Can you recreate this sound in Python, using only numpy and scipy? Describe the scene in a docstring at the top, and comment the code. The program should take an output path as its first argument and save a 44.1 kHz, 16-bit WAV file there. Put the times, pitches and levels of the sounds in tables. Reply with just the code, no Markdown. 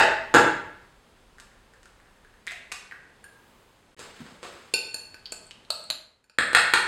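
"""Close microphone in a hard-walled kitchen, three shots cut together, with room air under all of them.
First an egg is knocked on the counter (broadband pulses), its shell cracks open (snaps with short rings),
and a wet plip and a chip of shell land. Then hands shift things (dull pulses, friction noise) and a fork taps
and scrapes a ceramic plate (ringing modes), fading down. Last a knife chops on a wooden board (pulses).
Every blow is also convolved with the room's tail."""
import sys
import numpy as np
from scipy import signal
from scipy.fft import rfft, irfft
from scipy.io import wavfile
from scipy.ndimage import uniform_filter1d

SR = 44100
rng = np.random.default_rng(int(sys.argv[2]) if len(sys.argv) > 2 else 0)


def voltage_ratio(decibels):
    """Convert decibels (scalar or array-like) to amplitude ratios, 20 dB per decade."""
    exponent = np.asarray(decibels, float) / 20
    return 10 ** exponent


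def transcribe(signal):
    """Save signal, clipped to [-1, 1], as a 16-bit WAV file at the path in sys.argv[1]."""
    frames = np.atleast_2d(signal).T
    limited = np.clip(frames, -1, 1)
    pcm = np.round(limited * 32767).astype(np.int16)
    wavfile.write(sys.argv[1], SR, pcm)


N = 302967
LEAD = 2048  # samples computed ahead of time 0
TIME_S = (np.arange(N + LEAD) - LEAD) / SR

# shots, silence between: start_s, end_s
SHOTS = [(0, 3.947), (3.966, 6.376), (6.383, 7)]
# egg on the counter: start_s, level_db, low_db, high_db, scuff_db
KNOCKS = [(-.012, 3.5, -7, 1.5, -5), (.341, 2, -3.5, 11.5, 1), (.347, 4, -1.5, 1, -7.5)]
# counter colour: freq_hz, relative_db
COUNTER = [(24, -57), (40, -12), (112, -10.5), (226, -12), (354, 0), (412, -1.5), (570, -2), (873, -4),
           (1020, -7.5), (1720, -8.5), (3740, -27.5), (5720, -33.5), (8550, -36), (13800, -58),
           (16000, -73.5)]
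# dishes that answer the knock: freq_hz, width_hz, boost_db
RATTLE = [(418, 77, 0), (654.5, 34, 7.5), (885, 87, 4), (1720, 380, 4), (3445, 600, 3), (4230, 150, 2),
          (4980, 110, 8.5), (6750, 100, 12.5), (7250, 200, 6.5), (8500, 250, 5.5)]
# room decay: freq_hz, t60_s
ROOM = [(100, 0.79), (260, 0.52), (700, 0.61), (1840, 0.67), (4850, 0.53), (12800, 0.38)]
# share sent to the room: one send_db each for knocks, shell, taps, scrapes, bumps, thump, chops
SENDS_DB = [6, -1, -3.5, -5, 6, -2.5, 1.5]
# decay time constant of the contact: one scuff_s each for knocks, bumps, chops
SCUFF_S = [0.0055, 0.0046, .003]
# room air colour: freq_hz, relative_db
AIR = [(12, -33), (20, -18), (91, -4.5), (124, -9.5), (250, -8.5), (322, -12.5), (370, -9.5), (533, -9.5),
       (597, -14), (935, -12.5), (1730, -17.5), (3400, -21.5), (5630, -28), (15000, -48.5), (16400, -72)]
# room air before the fade: time_s, level_db
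AIR_LEVEL = [(0, -48.5), (1, -59), (2.5, -59.5), (3.5, -58), (3.9, -60.5), (6.87, -57.5)]
# low rumble before the fade: time_s, level_db
RUMBLE_LEVEL = [(0, -59), (.9, -62), (2.4, -63), (3, -71), (6.87, -71.5)]
# loud shell cracks: start_s, level_db, ring_hz, snap_db
CRACKS = [(1.384, -37, 1700, 1), (1.4, -27, 1500, 23), (1.737, -41.5, 1780, 4), (1.831, -37, 1870, 14),
          (1.857, -35.5, 1540, 8.5), (2.468, -21, 1790, 37), (2.473, -21.5, 1950, -27),
          (2.478, -26, 2180, -35), (2.48, -24.5, 3520, -13), (2.51, -26, 2330, -1),
          (2.519, -24.5, 690, 17.5), (2.535, -31, 2490, -17), (2.718, -19, 2600, 4.5),
          (2.722, -13, 1350, 32), (2.912, -31, 2000, -25), (2.922, -27, 1700, -36)]
# taps on the plate, first a chip of shell, then the fork:
# start_s, level_db, spot (0 rim, 1 well), mid_db (1600 Hz against 4300 Hz), top_db (9000 Hz against 4300 Hz)
TAPS = [(3.241, -37.5, 0.17, 10, 17), (4.738, -6.5, 0.055, -6, 0.5), (4.943, -17, 0.44, -3.5, 2),
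        (5.143, -30, 0.45, 10, -4), (5.322, -23, 0.55, 0.5, -1.5), (5.703, -15.5, 0.89, 0.5, 3.5),
        (5.902, -17, 0.75, 0, 1.5), (6.241, -37, 0.41, 13, 5), (6.297, -24.5, 0.57, -1, -12)]
# plate modes: freq_hz, rim_db, well_db, t60_s (undamped)
PLATE = [(383, -16, -31, 0.12), (445, 1.5, -9.5, 0.034), (620, -30.5, 3.5, 0.13), (882, -17, -22.5, 0.3),
         (1270, -31.5, -2.5, 0.11), (1518, -11, -16.5, 0.14), (1647, -10.5, -5, 0.053),
         (2440, 9, -28, 0.042), (2600, -1.5, -0.5, 0.042), (2722, 1.5, -30, 0.12), (3200, -55, -14.5, 0.33),
         (3660, 0.5, -37, 0.043), (4570, -14.5, -11, 0.015), (4135, -5, -7, 0.025), (4420, 6, -5.5, 0.099),
         (4254, -39.5, -37, 0.033), (4500, -25, -5, 0.033), (4870, 4, -7.5, 0.044), (5510, -11, -16, 0.1),
         (6070, -25, -12.5, 0.085), (6580, -13, -17, 0.081), (6370, -29, -15, 0.041),
         (7180, 1.5, 0.5, 0.049), (8070, -32, 5, 0.04), (8890, 5.5, -1.5, 0.031), (10170, -5.5, -21, 0.12),
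         (11140, -10.5, -12.5, 0.051), (12310, -17.5, -18, 0.1), (13270, -18, -18, 0.12),
         (14300, -35, -34, .06)]
# corners of the tilt a tap lays over the modes: freq_hz
TILT_HZ = [500, 1600, 2700, 4300, 9000]
# friction after a grip: start_s, level_db
RUSTLE = [(3.968, -46), (4.15, -56), (4.418, -48)]
# hands and soft things, colour: freq_hz, relative_db
HANDS = [(24, -40), (40, -24), (115, -13), (283, -11.5), (402, -5), (770, -10), (1520, -7), (5050, -16.5),
         (5720, -20.5), (7930, -18.5), (16000, -52.5)]
# soft bumps of hands and dishes: start_s, level_db, low_db, high_db, scuff_db
BUMPS = [(3.972, -47, -33, -8, 2), (3.993, -23, 10, 14, -15), (4.265, -31, 4, 0, -27),
         (4.43, -21, 6, 2.5, -6)]
# something soft set down: start_s, level_db, ring_hz, snap_db
THUMP = [(4.203, -33.5, 235, -38)]
# tines catching on the glaze: start_s, level_db, ring_hz, snap_db
SCRAPES = [(5.257, -25, 4500, -31.5), (5.259, -33, 3160, -25.5), (5.321, -22, 7370, -13),
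           (5.468, -39, 8040, -9), (5.51, -26, 3140, 14), (5.65, -42, 4100, 7), (5.705, -11.5, 4340, -13.5),
           (5.84, -35, 8370, -7.5), (5.902, -11.5, 4190, -1)]
# knife on the board: start_s, level_db, low_db, high_db, scuff_db
CHOPS = [(6.386, 0.5, 4, -3.5, 3.5), (6.532, -8, 14, 3.5, -6), (6.549, 8.5, -0.5, -4.5, -6),
         (6.707, -31, 6, 13.5, -23.5), (6.737, 6.5, 0, -4.5, -3.5)]
# board colour: freq_hz, relative_db
BOARD = [(24, -63), (40, -33), (290, -19), (433, -16), (1090, -15), (1720, -4), (2050, -10.5), (2320, -9),
         (3560, -17.5), (4240, -14), (5870, -26.5), (8340, -16.5), (10700, -37), (13400, -39),
         (16000, -60.5)]
# board and blade resonances: freq_hz, width_hz, boost_db
BLADE = [(1460, 80, 4), (1810, 410, 4), (2330, 34, 2), (2640, 220, 2), (3316, 180, 6), (4145, 250, 5.5),
         (8370, 230, 4.5), (9500, 810, 7.5)]
# microphone housing: freq_hz, half_width_hz, gain_db
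NOTCHES = [(5800, 130, -9), (6950, 100, -5)]


def shape(x, points):
    """Filter by (freq_hz, gain_db) points."""
    hz, db = np.transpose(points)
    f = np.fft.rfftfreq(len(x), 1 / SR) + 1
    return irfft(rfft(x) * voltage_ratio(np.interp(np.log(f), np.log(hz), db)), len(x))


def curve(rows):
    """Gain over time from (time_s, level_db) rows."""
    return voltage_ratio(np.interp(TIME_S, *np.transpose(rows)))


def noise(points, size=len(TIME_S)):
    """Coloured noise of rms 1."""
    x = shape(rng.standard_normal(size), points)
    return x / x.std()


def unit(x):
    """Scale to a peak of 1."""
    return x / np.abs(x).max()


def add(track, start_s, level_db, sound):
    """Place a sound at its time and level."""
    i = LEAD + int(start_s * SR)
    sound = sound[:len(track) - i]
    track[i:i + len(sound)] += voltage_ratio(level_db) * sound


def click(points, size=8192):
    """Minimum-phase pulse with a (freq_hz, gain_db) spectrum, folded from the cepstrum."""
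    hz, db = np.transpose(points)
    f = np.fft.rfftfreq(size, 1 / SR) + 1
    cepstrum = irfft(np.log(voltage_ratio(np.interp(np.log(f), np.log(hz), db))), size)
    cepstrum[1:size // 2] *= 2
    cepstrum[size // 2 + 1:] = 0
    return unit(irfft(np.exp(rfft(cepstrum)), size))


def blows(rows, body, peaks, scuff_s):
    """Dull bodies: a pulse of the body's colour, then a short scuff of contact."""
    out = np.zeros(len(TIME_S))
    t = np.arange(4096) / SR
    hz = np.geomspace(20, 20000, num=600)
    freq_hz, relative_db = np.transpose(body)
    body_db = np.interp(np.log(hz), np.log(freq_hz), relative_db)
    for centre_hz, width_hz, boost_db in peaks:
        body_db += boost_db / (1 + (2 * (hz - centre_hz) / width_hz) ** 2)
    for start_s, level_db, low_db, high_db, scuff_db in rows:
        tilt_db = np.interp(np.log(hz), np.log([700, 1700, 7000]), [low_db, 0, high_db])
        # cubed noise: most grains tiny, a few large
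        grains = rng.standard_normal(len(t)) ** 3 * np.exp(-t / scuff_s) / 20
        force = voltage_ratio(scuff_db) * grains
        force[0] = 1
        # first contact and grains share the energy
        force /= np.sqrt(np.sum(force ** 2))
        pulse = click(list(zip(hz, body_db + tilt_db)))
        add(out, start_s, level_db, signal.fftconvolve(force, pulse))
    return out


def knocks():
    """Egg hits the counter; dishes add their resonances to its colour."""
    return blows(KNOCKS, COUNTER, RATTLE, SCUFF_S[0])


def kitchen():
    """Room response: a dense tail that builds up quickly, each band dying at its own rate."""
    t = np.arange(SR) / SR
    freq_hz, t60_s = np.transpose(ROOM)
    tail = 0
    for hz in 60 * 2 ** np.arange(0, 8.5, .5):
        band_t60_s = np.interp(np.log(hz), np.log(freq_hz), t60_s)
        passband = [(hz / 1.42, -40), (hz / 1.19, -3), (hz, 0), (hz * 1.19, -3), (hz * 1.42, -40)]
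        band = shape(rng.standard_normal(SR), passband)
        tail = tail + band * voltage_ratio(-60 * t / band_t60_s)
    # lumpy at first, smoother later
    lumps_db = 1.5 * np.exp(-t / .06) * noise([(50, 0), (400, 0), (900, -30)], size=SR)
    tail = tail * voltage_ratio(lumps_db) * np.minimum(t / 0.004, 1)
    return tail / np.sqrt(np.sum(tail ** 2))


def room_air():
    """Steady coloured noises: air, low rumble and hiss."""
    air = noise(AIR) * curve(AIR_LEVEL)
    rumble = noise([(15, -18.5), (25, 8), (60, 2), (110, -37.5)]) * curve(RUMBLE_LEVEL)
    hiss = noise([(3000, -30), (6000, -0.5), (8000, 0.5), (11000, -7), (16000, -31.0)]) * voltage_ratio(-74)
    return air + rumble + hiss


def snaps(rows, snap, q, gap_s, after_db, spread):
    """A bright snap with a ring that swells and dies in a few cycles; two splinters follow."""
    out = np.zeros(len(TIME_S))
    t = np.arange(4096) / SR
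    for start_s, level_db, ring_hz, snap_db in rows:
        for k, (late, detune) in enumerate(rng.random((3, 2))):
            hz = ring_hz * (1 + (k > 0) * spread * 2 * (detune - .5))
            age = 2 * np.pi * hz / q * t
            rough = 1 + 0.5 * uniform_filter1d(rng.standard_normal(len(t)), size=9)
            ring = rough * np.sin(2 * np.pi * hz * t) * age * np.exp(1 - age)
            sound = unit(ring + voltage_ratio(snap_db) * click(snap)[:len(t)])
            add(out, start_s + k * gap_s * (.5 + late), level_db + k * after_db, sound)
    return out


def crackles():
    """Faint cracks as thumbs press the shell: scattered in time, level, pitch and brightness."""
    start_s, end_s, count = 1.5, 2.42, 9
    rows = []
    for when, (a, b, c) in zip(rng.random(count), rng.standard_normal((count, 3))):
        # means -49 dB, 1750 Hz, -6 dB snap
        rows.append((start_s + (end_s - start_s) * when, -49 + 3.2 * a, 1750 * (1 + 0.072 * b), -6 + 7 * c))
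    return rows


def shell_cracks():
    """Brittle shell breaks: bright snaps, low-Q rings."""
    snap = [(200, 2), (1500, 19.5), (4000, 16.5), (8000, 17.5), (12000, 2), (14500, -9), (16000, -28.5)]
    return snaps(CRACKS + crackles(), snap, q=7, gap_s=.004, after_db=-6, spread=0.05)


def drip():
    """Egg white plips into the dish: one narrow ring, hardly any snap."""
    row = (3.241, -40, 1633, -30)  # start_s, level_db, ring_hz, snap_db
    return snaps([row], HANDS, q=24, gap_s=.003, after_db=-20, spread=.02)


def plate_taps():
    """Chip, then tines strike the plate: paired modes ring briefly, damped towards the well by egg."""
    ring_rim, ring_well = 0.77, 0.2  # share of the undamped t60
    pair_split = .012  # greatest relative detuning of a mode's twin
    chatter_s, chatter_db = .004, -31  # tines chatter after landing
    out = np.zeros(len(TIME_S))
    t = np.arange(8192) / SR
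    hz, rim_db, well_db, t60_s = np.transpose(PLATE)[:, :, None]
    for start_s, level_db, spot, mid_db, top_db in TAPS:
        spot = np.clip(spot, 0, 1)
        share = ring_rim + spot * (ring_well - ring_rim)
        chance = rng.standard_normal((5, len(hz), 1))
        # the spot struck decides which modes wake
        mode_db = rim_db + spot * (well_db - rim_db) + 2.1 * chance[0]
        tilt_db = np.interp(np.log(hz), np.log(TILT_HZ), [0, mid_db, 0, 0, top_db])
        mode_hz = hz * (1 + .002 * chance[1])
        twin_hz = hz * (1 + pair_split * np.tanh(chance[4]))
        swing = np.sin(2 * np.pi * mode_hz * t + chance[2])
        swing += 0.75 * np.sin(chance[3]) * np.sin(2 * np.pi * twin_hz * t + chance[2] + np.pi / 2)
        decay = voltage_ratio(-60 * t / (share * t60_s))
        ring = np.sum(voltage_ratio(mode_db + tilt_db) * decay * swing, axis=0)
        ring *= np.minimum(t / 0.001, 1)
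        force = voltage_ratio(chatter_db) * rng.standard_normal(1024) ** 3 * np.exp(-t[:1024] / chatter_s) / 4
        force[0] = 1
        ring = signal.fftconvolve(ring, force)[:len(t)]
        tick = click([(100, -75), (500, -7), (1600, mid_db), (4300, 10), (9000, top_db), (16000, top_db - 25.5)])
        add(out, start_s, level_db, unit(unit(ring) + voltage_ratio(-12) * tick))
    return out


def mid_swell():
    """Faint mid-band noise under a bell-shaped envelope."""
    centre_s, half_s, level_db, hz = 3.5, 0.3, -66, 998
    bell = np.exp(-((TIME_S - centre_s) / half_s) ** 2)
    return noise([(hz / 2, -20), (hz, 0), (hz * 2, -20)]) * voltage_ratio(level_db) * bell


def rustle():
    """Cloth and skin slide: patchy friction noise that swells after each grip and dies away."""
    rise_s, slope_db_per_s = 0.034, -38
    patchy = voltage_ratio(1.5 * noise([(5, 0), (30, 0), (80, -30)]))
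    swell = 0
    for start_s, level_db in RUSTLE:
        age_s = np.maximum(TIME_S - start_s, 0)
        swell = swell + np.minimum(age_s / rise_s, 1) * voltage_ratio(level_db + slope_db_per_s * age_s)
    return noise(HANDS) * patchy * swell


def bumps():
    """Hands and dishes bump softly: dull pulses with scuffs."""
    return blows(BUMPS, HANDS, [], SCUFF_S[1])


def thump():
    """Something soft is set down: a low, heavily damped ring."""
    return snaps(THUMP, HANDS, q=4.7, gap_s=0.018, after_db=-5, spread=0.6)


def tine_scrapes():
    """Tines catch on the glaze: short treble rings."""
    snap = [(500, -3.5), (3000, 23.5), (9000, 5.5), (16000, -22.5)]
    return snaps(SCRAPES, snap, q=13, gap_s=0.0052, after_db=-5.5, spread=0.032)


def fade():
    """Gain of the edit: the second shot fades to a floor, the last has a fixed gain."""
    from_s, slope_db_per_s, floor_db, last_shot_db = 5.912, -43.5, -16.5, -2
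    db = np.clip(slope_db_per_s * (TIME_S - from_s), floor_db, 0)
    return voltage_ratio(np.where(TIME_S < SHOTS[-1][0], db, last_shot_db))


def chops():
    """Knife hits the board: pulses coloured by board and blade resonances."""
    return blows(CHOPS, BOARD, BLADE, SCUFF_S[2])


def scene():
    """Each source sends its own share to the room; a cut ends the tail of the shot before it."""
    shell = shell_cracks() + drip()
    # order of SENDS_DB
    sources = [knocks(), shell, plate_taps(), tine_scrapes(), bumps(), thump(), chops()]
    near = sum(sources)
    send = sum(x * voltage_ratio(send_db) for x, send_db in zip(sources, SENDS_DB))
    steady = room_air() + mid_swell() + rustle()
    out, room = 0, kitchen()
    for start_s, end_s in SHOTS:
        heard = (TIME_S >= start_s) & (TIME_S < end_s)
        # the first shot keeps its lead-in
        played = (TIME_S < end_s) & ((TIME_S >= start_s) | (start_s == 0))
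        tail = signal.fftconvolve(send * played, room)[:len(TIME_S)]
        out = out + heard * (near + steady + tail)
    return (out * fade())[None, LEAD:]


def band_limit(x):
    """A steep low-pass at the top of the band."""
    return signal.sosfilt(signal.butter(12, 16510, fs=SR, output="sos"), x)


def record(dry):
    """The housing notches the treble, the loudest peaks clip and the top is cut."""
    ceiling, top_hz = .83, 16300  # ceiling as a share of full scale
    f = np.fft.rfftfreq(N, 1 / SR)
    notch_db = sum(db / (1 + ((f - hz) / half_width_hz) ** 2) for hz, half_width_hz, db in NOTCHES)
    x = irfft(rfft(dry) * voltage_ratio(notch_db), N)
    x = np.clip(x, -ceiling, ceiling)
    x = signal.sosfilt(signal.ellip(8, .2, 70, top_hz, fs=SR, output="sos"), x)
    return band_limit(x)


dry = scene()
out = record(dry)
transcribe(out)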